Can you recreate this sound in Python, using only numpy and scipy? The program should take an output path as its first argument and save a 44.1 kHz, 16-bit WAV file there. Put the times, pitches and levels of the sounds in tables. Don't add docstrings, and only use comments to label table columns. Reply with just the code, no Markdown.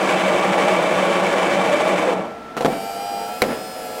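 import sys
import numpy as np
from scipy import signal
from scipy.fft import rfft, irfft, next_fast_len
from scipy.io import wavfile
from scipy.ndimage import map_coordinates

SR = 44100
rng = np.random.default_rng(int(sys.argv[2]) if len(sys.argv) > 2 else 0)


def output_pcm(signal):
    pcm = np.clip(np.atleast_2d(signal).T, -1, 1) * 32767
    wavfile.write(sys.argv[1], SR, np.round(pcm).astype(np.int16))


N = 176400
KNOCK_S = 3.4197


def amp(db):
    return 10 ** (np.asarray(db) / 20)


def unit(x):
    return x / np.sqrt(np.mean(x ** 2) + 1e-20)


def along(points, hz):
    f, values = np.transpose(points)
    return np.interp(np.log(hz + 1), np.log(f + 1), values)


def curves(rows):
    times, *columns = np.transpose(rows)
    return [np.interp(np.arange(N) / SR, times, column) for column in columns]


def wobble(rate):
    coarse = np.arange(0, N + 64, 64)
    knots = rng.standard_normal(1024)
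    return np.interp(np.arange(N), coarse, map_coordinates(knots, [coarse * rate / SR], mode="wrap"))


def coloured(x, colour):
    size = 2 * next_fast_len(N * 2 // 3)
    cepstrum = irfft(np.log(amp(colour(np.fft.rfftfreq(size, 1 / SR)))), size)
    cepstrum[1:size // 2] *= 2
    cepstrum[size // 2 + 1:] = 0
    return irfft(rfft(x, size) * np.exp(rfft(cepstrum)), size)[:N]


def noise(points):
    return unit(coloured(rng.standard_normal(N), lambda hz: along(points, hz)))


def room(x, wet_db):
    # f/Hz, t60/s
    decay = [(150, 0.55), (1000, 0.18), (4000, 0.13), (12000, 0.086)]
    hz, t, spectra = signal.stft(rng.standard_normal(SR // 2), SR, nperseg=256)
    tail = signal.istft(spectra * amp(-60 * t / along(decay, hz)[:, None]), SR, nperseg=256)[1]
    return x + amp(wet_db) * signal.fftconvolve(x, tail / np.linalg.norm(tail))[:N]


def resonance(hz, centre, width):
    return 1 / (1 + (2 * (hz - centre) / width) ** 2)


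def housing(hz):
    # f/Hz, width/Hz, boost/dB
    modes = [(187, 24, 8), (277, 20, 4), (329, 18, 7), (365, 20, 5), (563, 28, 5), (637, 26, 7),
             (802, 36, 6), (1124, 22, 7), (1178, 32, 6), (1458, 24, 5), (1615, 40, 4), (1723, 26, 6),
             (2290, 110, 5), (2648, 26, 6), (3070, 190, 7), (3620, 320, 6), (7950, 900, 4), (9700, 120, 5)]
    return sum(db * resonance(hz, f, width) for f, width, db in modes)


def ripple(depth_db, spacing_hz=55):
    hz = np.arange(0, SR / 2, spacing_hz)
    return np.transpose([hz, depth_db * np.clip(rng.standard_normal(len(hz)), -2, 1)])


def fan():
    # f/Hz, level/dB
    air_colour = [(25, -27.5), (174, -16.5), (200, -6), (572, -17.5), (620, -4.5), (1120, -20), (1320, -12),
                  (1550, -21), (1730, -19.5), (15800, -51.5)]
    # f/Hz, level/dB
    tones = [(1341.4, -41.5), (455, -46)]
    t = np.arange(N) / SR
    whistle = sum(amp(db + wobble(7.22)) * np.sin(2 * np.pi * hz * t + 0.32 * wobble(20))
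                  for hz, db in tones)
    return amp(-36.5) * noise(air_colour) + np.sqrt(2) * whistle


def motor():
    # t/s, f/Hz
    shaft_speed = [(2.66, 94), (2.72, 96.8), (2.79, 96.3), (2.85, 98.5), (2.96, 98.6), (3.0, 100),
                   (3.08, 100.7), (3.17, 100.1), (3.26, 100.8), (3.33, 103.5), (3.4, 105.2), (3.5, 105.8),
                   (3.68, 107), (3.8, 105.8), (3.88, 104.7)]
    # t/s, whirr level/dB, gear hum level/dB, whistle level/dB
    faders = [(2.55, -90, -90, -90), (2.58, -45, -60, -80), (2.72, -36.5, -31.5, -51),
              (2.86, -36, -31, -47), (2.96, -36, -32.5, -46), (3.08, -36, -31.5, -43),
              (3.23, -36, -29.5, -44), (3.33, -36, -34, -51), (3.5, -36, -40, -47), (3.7, -37, -40, -45),
              (3.8, -36.5, -36.5, -47), (3.86, -36, -35, -53), (4.0, -35, -34, -52)]
    hum_orders = [5, 6, 7, 8, 9]
    whine_orders = [16, 24, 30, 41]
    # level/dB before the knock, level/dB after it
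    hum_trims = [(-12, -5), (-22, -12), (-1.5, -1), (-5.5, -10), (-11, -19)]
    whine_trims = [(-18, -15.5), (-12.5, -18.5), (-18.5, -32), (-37, -35)]
    # f/Hz, level/dB
    buzz_colour = [(100, 11), (450, -3), (1000, 9), (1700, 4), (2600, 10), (3600, 3.5), (5000, 10),
                   (6400, -3.5), (8000, 2), (10500, -5.5), (15800, 0)]
    rub_colour = [(40, -23), (371, -17.5), (453, 8), (582, -11), (710, -2.5), (1030, -24), (1360, -25),
                  (1540, -16.5), (4880, -24.5), (15800, -40)]
    # f/Hz, boost/dB
    casing_modes = [(6800, 5), (8050, 5), (8550, 5), (9200, 10), (10170, 12), (11750, 13), (15100, 6)]
    start_s, jitter_rad, waver_db = 2.55, 0.0039, 2
    whistle_order, teeth, teeth_boost_db = 48, 8, 9.5

    start = round(start_s * SR)
    t = np.arange(start, N) / SR
    speed, whirr_db, hum_db, whistle_db = [c[start:] for c in curves(shaft_speed) + curves(faders)]
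    angle = 2 * np.pi * np.cumsum(speed) / SR + jitter_rad * wobble(100)[start:]

    def tone(order, db):
        return np.sqrt(2) * amp(db) * np.sin(order * angle + 2 * np.pi * rng.random())

    def gears(orders, trims):
        mesh = 0
        for order, trim in zip(orders, trims):
            trim_db = np.interp(t, [KNOCK_S - .05, KNOCK_S], trim)
            mesh += tone(order, trim_db + housing(order * speed) + waver_db * wobble(40)[start:])
        return mesh

    hz, ripple_db = ripple(depth_db=5.5).T
    casing_db = sum(db * resonance(hz, f, width=104) for f, db in casing_modes)
    eq_db = along(buzz_colour, hz) + ripple_db + casing_db
    buzz = sum(tone(k, np.interp(k * speed, hz, eq_db) + teeth_boost_db * (k % teeth == 0))
               for k in range(2, 155) if k not in hum_orders + whine_orders + [whistle_order])
    rub = noise(rub_colour)[start:] * (1 + .5 * np.sin(angle))
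    hiss = noise([(3000, -16), (8000, 2), (13000, -3)])[start:]
    sizzle = unit(hiss * np.exp(np.cos(angle)))
    whine = gears(whine_orders, whine_trims)
    hum = gears(hum_orders, hum_trims)
    whirr = amp(-4.5) * unit(buzz) + whine + amp(-2.0) * rub + amp(-11.5) * sizzle
    return np.pad(amp(whirr_db) * whirr + amp(hum_db) * hum + tone(whistle_order, whistle_db), (start, 0))


def blows(rows, colour, rattle_db):
    track, t = np.zeros(N + SR), np.arange(SR // 4) / SR
    for onset, db, t60 in rows:
        hit = rng.standard_normal(len(t)) * amp(-60 * t / t60)
        hit *= amp(rattle_db) / np.linalg.norm(hit)
        hit[0] += 1
        track[round(onset * SR):][:len(t)] += amp(db) * hit / np.linalg.norm(hit)
    eq_power = np.mean(amp(along(colour, np.linspace(0, SR / 2, 2048))) ** 2)
    return coloured(track[:N], lambda hz: along(colour, hz)) / np.sqrt(eq_power)


def knock(snap_db=-17.5, snap_t60_s=0.029):
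    # f/Hz, level/dB, t60/s
    modes = [(490, -8, .04), (1130, -13, .025), (2230, -11, .024), (3980, -9, .013)]
    t = np.maximum(np.arange(N) / SR - KNOCK_S, 0)
    ring = sum(amp(db - 60 * t / t60) * np.sin(2 * np.pi * hz * t) for hz, db, t60 in modes)
    snap = amp(snap_db - 60 * t / snap_t60_s) * (t > 0) * rng.standard_normal(N)
    return ring + snap


def brew_unit():
    # t/s, relative thud level/dB, relative click level/dB, click t60/s (thuds last twice as long)
    hits = [(2.567, 1.5, -10, 0.052), (2.573, -8, -6.5, 0.13), (2.608, 4, -8.5, 0.059),
            (2.622, -20, -11, 0.089), (2.6477, 9.5, -6.5, 0.026), (2.655, 6.5, -5, 0.052),
            (2.661, 3.5, -6, 0.025), (2.681, 3, -20, 0.049), (3.4194, 2, 0.5, 0.018),
            (3.4245, 2, -5, 0.023), (3.438, -2, -11, 0.042)]
    # t/s, level/dB
    chatter_fader = [(2.65, -63), (2.69, -31), (2.74, -27), (2.85, -49), (3.41, -94), (3.43, -20.5),
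                     (3.475, -28), (3.505, -23.5), (3.54, -25.5), (3.58, -34), (3.8, -64)]
    # f/Hz, level/dB
    thud_colour = [(30, -24), (100, -19.5), (200, 0.5), (330, -3), (500, 5), (750, -2.5), (1300, -16),
                   (3000, -29.5), (15000, -66)]
    click_colour = [(100, -9), (500, 6), (1100, 7.5), (2100, 3), (4000, -5.5), (9000, -15), (15800, -24)]
    chatter_colour = [(50, -31), (150, -0.5), (260, 1), (550, 3.5), (1000, -6.5), (2300, -13.5),
                      (4000, -22.5), (15000, -57)]
    thuds = amp(4.5) * blows([(s, db, 2 * t60) for s, db, _, t60 in hits], thud_colour, rattle_db=0.5)
    clicks = amp(8.0) * blows([(s, db, t60) for s, _, db, t60 in hits], click_colour, rattle_db=22.0)
    chatter_db, = curves(chatter_fader)
    chatter = amp(chatter_db + 1.3 * wobble(180)) * noise(chatter_colour)
    return room(thuds, wet_db=-7.0) + room(clicks + knock(), wet_db=-14.5) + chatter


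def burrs(roughness_rad=0.99, flutter_db=3.8):
    # t/s, f/Hz, level/dB relative to the grinder
    drone = [(0, 590, -26), (.25, 635, -4.5), (.45, 550, -12.5), (.75, 635, -7), (1.2, 560, -12),
             (1.65, 565, -7), (1.88, 630, -3), (2.03, 575, -9.5), (2.09, 515, 3.5), (2.16, 430, -14),
             (2.26, 230, -14)]
    hz, db = curves(drone)
    phase = 2 * np.pi * np.cumsum(hz) / SR + roughness_rad * wobble(60)
    return amp(db) * unit(amp(flutter_db * wobble(70)) * np.sin(phase))


def grinder():
    # t/s, level/dB
    drive_fader = [(0, -18.5), (1.5, -18.5), (2.12, -19), (2.17, -20.5), (2.25, -25.5), (2.36, -39.5),
                   (2.5, -53)]
    # f/Hz, level/dB
    grind_colour = [(40, -61), (90, -29), (133, -19.5), (184, -5.5), (248, -12.5), (353, -5.5),
                    (400, -10.5), (450, -1), (627, -4), (912, -6), (1140, -9.5), (1330, -14.5),
                    (2400, -14.5), (2900, -22.5), (4300, -29.5), (6600, -32), (9700, -38), (11500, -46),
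                    (15800, -49.5)]
    # t/s, level/dB
    crunch_fader = [(0, 2), (.68, 1), (1.9, 1), (2.13, -2), (2.15, -9)]
    # t/s, boost/dB
    hard_beans = [(.09, 3.5), (0.579, 4), (0.681, 3.5), (.9, 0.5), (1.421, 1)]
    cracks_per_s, spread_db, crack_share = 1500, 2.5, 0.35
    surge_decay_s, crossover_hz = .04, 1080

    t = np.arange(N) / SR
    drive_db, = curves(drive_fader)
    crunch_db, = curves(crunch_fader)
    surge_db = sum(db * (t > s) * np.exp(-np.abs(t - s) / surge_decay_s) for s, db in hard_beans)
    impulses = (rng.random(N) < cracks_per_s / SR) * rng.choice([-1, 1], N)
    cracks = impulses * amp(spread_db * np.minimum(rng.exponential(size=N), 4))
    rub = rng.standard_normal(N)
    force = np.sqrt(crack_share) * unit(cracks) + np.sqrt(1 - crack_share) * rub
    body = unit(coloured(force, lambda hz: along(grind_colour, hz) + housing(hz)))
    rumble = signal.sosfiltfilt(signal.butter(2, crossover_hz, fs=SR, output="sos"), body)
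    crunch = (body - rumble) * amp(crunch_db + surge_db + wobble(60))
    crunch = coloured(crunch, lambda hz: along(ripple(depth_db=2.5), hz))
    return amp(drive_db) * (rumble * amp(surge_db / 2) + crunch + burrs())


def scene():
    return (grinder() + motor() + brew_unit() + fan())[None]


def record(dry):
    ceiling, top_hz = .78, 15850
    rounded = dry / (1 + np.abs(dry / ceiling) ** 6) ** (1 / 6)
    size = next_fast_len(N + SR // 2)
    passband = np.fft.rfftfreq(size, 1 / SR) < top_hz
    return irfft(rfft(rounded, size) * passband, size)[..., :N]


dry = scene()
out = record(dry)
output_pcm(out)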